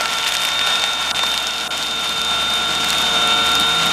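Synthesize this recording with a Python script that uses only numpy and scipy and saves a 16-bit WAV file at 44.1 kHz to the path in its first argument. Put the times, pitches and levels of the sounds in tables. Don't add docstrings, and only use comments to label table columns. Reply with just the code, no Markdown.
import sys
import numpy as np
from scipy import signal
from scipy.fft import rfft, irfft, next_fast_len
from scipy.io import wavfile
from scipy.ndimage import uniform_filter1d, map_coordinates

SR = 44100
rng = np.random.default_rng(int(sys.argv[2]) if len(sys.argv) > 2 else 0)


def generate_wav(signal):
    frames = np.transpose(np.atleast_2d(signal))
    scaled = np.clip(frames, -1, 1) * 32767
    pcm = np.round(scaled).astype(np.int16)
    wavfile.write(sys.argv[1], SR, pcm)


def decibels_to_gain(level_db):
    exponent = np.asarray(level_db, float) / 20
    return 10 ** exponent


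N = 172872

TEETH = 8
MAINS_HZ = 120

# t/s, grind/dB, whine/dB, bin boom/dB, crackle/dB
MICROPHONE = [(0, -29.5, -32, -4, 3), (.42, -28.5, -29, -5, 4), (.69, -27.5, -24.5, 0, -2),
              (1.0, -29, -28.5, -4.5, -3), (1.25, -29, -27, -0.5, 2), (1.55, -31, -31.5, -4, -2),
              (1.8, -30, -32, -2.5, -2), (2.3, -29, -27, 1, -1), (2.7, -27, -27, 4, -2),
              (2.95, -26.5, -26, 4, 2), (3.3, -26, -22, 5.5, -1), (3.6, -27, -22.5, 4.5, 1),
              (3.92, -25, -24, 5.5, 0)]
# f/Hz, level/dB
BRIGHT_TICK = [(6000, -19), (8500, 1), (12000, -4.5), (15500, -10)]
# f/Hz, level/dB
SHEET_BODY = [(500, -22), (1300, -8.5), (2500, -1), (3600, 0), (5000, -31)]


def unit(x):
    return x / np.sqrt(np.mean(x ** 2) + 1e-20)


def curves(rows):
    s, *cols = np.transpose(rows)
    return [np.interp(np.arange(N) / SR, s, c) for c in cols]


def wobble(rate):
    knots = rng.standard_normal(int(N * rate / SR) + 4)
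    return map_coordinates(knots, [np.arange(N) * rate / SR])


def coloured(x, points, peaks=()):
    m = next_fast_len(N + 8192)
    hz = np.fft.rfftfreq(m, 1 / SR)
    f, db = np.transpose(points)
    lift_db = sum(g / (1 + (2 * (hz - c) / w) ** 2) for c, w, g in peaks)
    response_db = np.interp(np.log(hz + 1), np.log(f + 1), db) + lift_db
    return irfft(rfft(x, m) * decibels_to_gain(response_db), m)[:N]


def shaft_angle():
    # t/s, f/Hz
    mesh_speed = [(0, 3606), (.15, 3613), (.4, 3636), (.95, 3641), (1.2, 3619), (1.45, 3642), (1.7, 3641),
                  (1.95, 3635), (2.22, 3622), (2.5, 3634), (2.74, 3644), (3.0, 3640), (3.25, 3637),
                  (3.55, 3649), (3.92, 3668)]
    return 2 * np.pi * np.cumsum(curves(mesh_speed)[0] / TEETH) / SR


def line_drift(order, close_db):
    if order == TEETH:
        return 0.5 - 0.6 * close_db + 0.8 * wobble(8) + wobble(35)
    slow_db = 1.3 + (order < 2.5)
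    return close_db * (order < 6) + slow_db * wobble(4) + 1.1 * wobble(25)


def motor():
    # shaft order, mains sideband, level with sheet bent/dB, level with sheet upright/dB
    shaft_lines = [(1, 0, -22, -15), (1, 1, -21, -20), (2, 0, -12, -13), (2, 1, -19, -18), (2, 2, -25, -20),
                   (3, 0, -6.5, -6), (3, -1, -20, -13), (3, 1, -8, -10.5), (3, 1 / 3, -12, -11),
                   (3, 2 / 3, -14, -12), (4, 0, -9, -19), (5, 0, -9, -13), (5, -1, -19, -16),
                   (6, 0, -18, -14.5), (6, -1, -14, -18), (7, 0, -16, -17), (7, -1, -24, -18), (8, 0, 2, 2),
                   (8, -1, -15, -14), (8, 1, -8.5, -9), (9, 0, -25, -17), (12, 0, -21, -28),
                   (13, 0, -25, -28), (15, 0, -25, -20)]
    # turns of the shaft, level with sheet bent/dB, level with sheet upright/dB
    gear_lines = [(0.367, -25, -23), (0.484, -42, -22), (1.586, -13, -11), (1.914, -21, -20),
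                  (2.18, -15, -23), (2.469, -18, -19), (2.911, -19, -24), (6.445, -19, -17)]
    lag, twist = 0.63, 7
    t = np.arange(N) / SR
    shaft = shaft_angle() + 0.015 * wobble(30)
    upright_share = np.clip((t - 1.1) / 0.4, 0, 1)
    close_db = 7.5 * np.exp(-t / 0.18)

    def tone(order, phase, bent_db, upright_db):
        level_db = 3 + bent_db + (upright_db - bent_db) * upright_share
        return decibels_to_gain(level_db + line_drift(order, close_db)) * np.sin(phase)

    start = rng.uniform(0, 2 * np.pi, size=16)
    whine = np.zeros(N)
    for order, side, bent_db, upright_db in shaft_lines:
        pulse = side * (2 * np.pi * MAINS_HZ * t + lag * order) + twist * side ** 2
        whine += tone(order, order * shaft + start[order] + pulse, bent_db, upright_db)
    for order, bent_db, upright_db in gear_lines:
        whine += tone(order, order * shaft + 0.2 * wobble(12), bent_db, upright_db)

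    _, whine_db, boom_db, _ = curves(MICROPHONE)
    throb = decibels_to_gain(-46 + 0.8 * boom_db + 1.9 * wobble(5.06)) * np.sin(0.154 * shaft)
    swell = decibels_to_gain(-37) * np.clip((t - 3.68) / 0.11, 0, 1) * np.sin(0.367 * shaft)
    return decibels_to_gain(whine_db) * whine + throb + swell


def grind():
    # f/Hz, level/dB per Hz
    hiss_colour = [(250, -33), (450, -14), (750, -5), (1900, -11), (3300, -4.5), (5000, -10), (9000, -18),
                   (14900, -33.5), (15300, -60)]
    # f/Hz, width/Hz, level/dB
    casing = [(684, 480, 3.5), (1444, 210, 9), (2600, 1140, 3.5), (6630, 430, 4), (9100, 500, 0)]
    # f/Hz, level/dB per Hz
    bin_colour = [(20, -21), (45, -12), (95, -12), (125, -1.5), (165, 0), (250, -1), (330, -1), (420, -8.5),
                  (600, -53)]
    level_db, _, boom_db, _ = curves(MICROPHONE)
    t = np.arange(N) / SR
    mains_shake = 1 + 0.1 * np.cos(2 * np.pi * MAINS_HZ * t)
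    shaft_shake = 1 + 0.023 * np.cos(shaft_angle())
    shake = mains_shake * shaft_shake * decibels_to_gain(0.86 * wobble(9) + 1.07 * wobble(40))
    hiss = unit(coloured(shake * rng.standard_normal(N), hiss_colour, casing))
    boom = unit(coloured(decibels_to_gain(1.1 * wobble(14)) * rng.standard_normal(N), bin_colour))
    return decibels_to_gain(level_db + 3.5) * hiss + decibels_to_gain(boom_db - 40) * boom


def crack(times, db, colour, life_s):
    k = np.arange(-60, 340)
    shape = np.exp(-np.where(k < 0, -2.5 * k, k) / SR / life_s)
    at = np.clip(np.round(np.asarray(times) * SR).astype(int)[:, None] + k, 0, N)
    gate = np.bincount(at.ravel(), (decibels_to_gain(db)[:, None] * shape).ravel(), N + 1)[:N]
    noise = coloured(rng.standard_normal(N), colour)
    power = np.abs(uniform_filter1d(noise ** 2, size=80))
    return gate * unit(noise / np.sqrt(power + 1e-9))


def crackle():
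    # f/Hz, level/dB
    fibre_colour = [(700, -45), (2500, -20.5), (5000, 3.5), (9000, -1), (14900, -10.5), (15500, -30)]
    effort_db = curves(MICROPHONE)[3]
    crowding = np.cumsum(decibels_to_gain(4.5 * wobble(35) + 1.5 * effort_db))
    draw = rng.random((3, 900, 2))
    times = np.interp(draw[..., 0] * crowding[-1], crowding, np.arange(N) / SR)
    size_db = -3.2 * np.log(draw[..., 1] + 0.11)
    fine = crack(times[0], size_db[0] - 28, fibre_colour, life_s=0.00025)
    fine += crack(times[1], size_db[1] - 60.0, BRIGHT_TICK, life_s=0.00017)
    fine += crack(times[2], 1.03 * size_db[2] - 30.5, SHEET_BODY, life_s=0.00083)
    return decibels_to_gain(0.18 * effort_db) * fine


def snaps():
    # t/s, snap/dB, bright tick/dB, low body/dB
    fold_snaps = [(0.01, -16, -28, -17), (0.0575, -13.5, -32, -11.5), (0.1312, -24, -38, -13.5),
                  (0.1859, -15, -31, -13.5), (0.2325, -26, -35, -14.5), (0.2405, -24, -28, -17),
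                  (0.2693, -18, -29, -14), (0.28, -13.5, -30, -13), (0.3221, -16.5, -25, -13),
                  (0.3386, -16, -22, -24), (0.3522, -17, -20, -14), (0.3685, -12.5, -25, -27),
                  (0.4353, -20, -19, -38), (0.4511, -20, -14, -12.5), (0.4887, -17, -24, -13),
                  (0.5927, -12.5, -40, -14), (0.613, -22, -35, -11.5), (0.6724, -16, -21, -14.5),
                  (0.7049, -18, -33, -18), (0.7563, -16, -27, -18), (0.7965, -17, -32, -30),
                  (0.8395, -14, -22, -10.5), (1.1117, -16, -31, -16), (1.1926, -20, -29, -13)]
    # t/s, snap/dB, bright tick/dB, low body/dB
    tear_snaps = [(1.3417, -16, -18, -13.5), (1.3775, -11.5, -22, -16), (1.4705, -14, -29, -35),
                  (1.7788, -19, -25, -22), (1.8268, -16, -25, -27), (2.0938, -21, -19.5, -35),
                  (2.2167, -16, -20, -31), (2.2486, -19, -20, -32), (2.7519, -18.5, -30, -26),
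                  (2.8454, -16, -19, -19), (2.8879, -19, -17, -26), (2.895, -20, -22, -27),
                  (2.9048, -11, -14, -31), (2.9302, -16, -21, -19), (3.0165, -26, -18, -31),
                  (3.2747, -26, -15.5, -27), (3.5534, -13.5, -14, -28), (3.5991, -16, -13, -27),
                  (3.8666, -27, -16, -18)]
    # f/Hz, level/dB
    snap_colour = [(2500, -24), (4000, 6.5), (6000, 0.5), (8000, -3.5), (11000, -32)]
    s, snap_db, tick_db, body_db = np.transpose(list(fold_snaps) + list(tear_snaps))
    out = crack(s, snap_db + 3.5, snap_colour, life_s=0.0007)
    out += crack(s, tick_db - 0.5, BRIGHT_TICK, life_s=0.0007)
    return out + crack(s, body_db + 0.55, SHEET_BODY, life_s=0.0014)


def slaps():
    # t/s, level/dB
    lid_slaps = [
        (0.01, -16.5),
        (0.838, -19),
        (1.194, -17.5),
        (1.236, -13),
    ]
    # f/Hz, level/dB
    lid_colour = [(300, -41), (600, -14), (800, -3.5), (1100, -22), (2200, -21), (6000, -45)]
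    return crack(*np.transpose(lid_slaps), lid_colour, life_s=0.0035)


def bites():
    # t/s, snap/dB, bright tick/dB
    blade_bites = [(0.0804, -23, -36), (0.1373, -23, -37), (0.2274, -22, -35), (0.2767, -21, -29),
                   (0.3426, -21, -21), (0.3833, -28, -31), (0.4056, -28, -27), (0.4178, -28, -27),
                   (0.4554, -21, -26), (0.502, -23, -41), (0.5182, -21.5, -31), (0.6667, -28, -27),
                   (0.82, -21, -29), (0.8749, -30, -31), (0.8934, -29, -34), (0.9348, -23.5, -37),
                   (1.0271, -23.5, -33), (1.0498, -29, -34), (1.105, -25, -32), (1.1632, -24, -33),
                   (1.1692, -26, -34), (1.2324, -21, -36), (1.2367, -24, -27), (1.2657, -23, -26),
                   (1.3171, -21, -28), (1.387, -28, -26), (1.4262, -29, -29), (1.5085, -24, -34),
                   (1.5357, -25, -32), (1.563, -25, -38), (1.5823, -23, -35), (1.6013, -26, -31),
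                   (1.61, -23, -33), (1.6691, -32, -34), (1.7117, -29, -37), (1.7155, -27, -34),
                   (1.834, -23, -34), (1.869, -25, -35), (1.8843, -31, -29), (1.9114, -23, -33),
                   (1.9557, -29, -36), (2.0102, -29, -29), (2.046, -33, -25), (2.0645, -28, -39),
                   (2.0754, -31, -28), (2.1803, -25, -28), (2.3111, -29, -28), (2.3319, -32, -31),
                   (2.5, -25, -28), (2.5046, -23, -29), (2.5377, -22, -21), (2.8047, -26, -28),
                   (2.984, -20.5, -21), (3.0249, -25, -29), (3.4644, -31, -20), (3.5176, -24, -18),
                   (3.6103, -23, -20), (3.859, -30, -20)]
    # f/Hz, level/dB
    crunch_colour = [(1500, -31), (3000, 3), (5000, 2), (8000, -8), (10000, -35)]
    s, snap_db, tick_db = np.transpose(blade_bites)
    crunch = crack(s, snap_db + 5.5, crunch_colour, life_s=0.0014)
    return crunch + crack(s, tick_db + 0.3, BRIGHT_TICK, life_s=0.00093)


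def scene():
    dry = motor() + grind() + crackle() + snaps() + slaps() + bites()
    tail = rng.standard_normal(700) * np.exp(-np.arange(700) / SR / 0.004)
    room = np.pad(tail, (130, 0))
    reflections = signal.fftconvolve(dry, room / np.linalg.norm(room))[:N]
    return (dry + decibels_to_gain(-14.0) * reflections)[None]


def top_cut(x):
    return signal.sosfilt(signal.butter(12, 15720, fs=SR, output="sos"), x)


def record(dry):
    # from t/s, to t/s
    mute_spans = [
        (1.1172, 1.1462),
        (1.6782, 1.7066),
    ]
    # f/Hz, level/dB
    mute_colour = [(1500, -2), (2100, -18), (4000, -24), (6500, -16), (9500, -1), (12000, -3)]
    # f/Hz, level/dB
    band_limit = [(20, 0), (15020, 0), (15120, -44)]
    t = np.arange(N) / SR
    gate = sum(np.clip(np.minimum(t - a, b - t) / 0.0006, 0, 1) for a, b in mute_spans)
    muted = (1 - gate) * dry[0] + gate * coloured(dry[0], mute_colour)
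    return top_cut(coloured(muted, band_limit)[None])


dry = scene()
out = record(dry)
generate_wav(out)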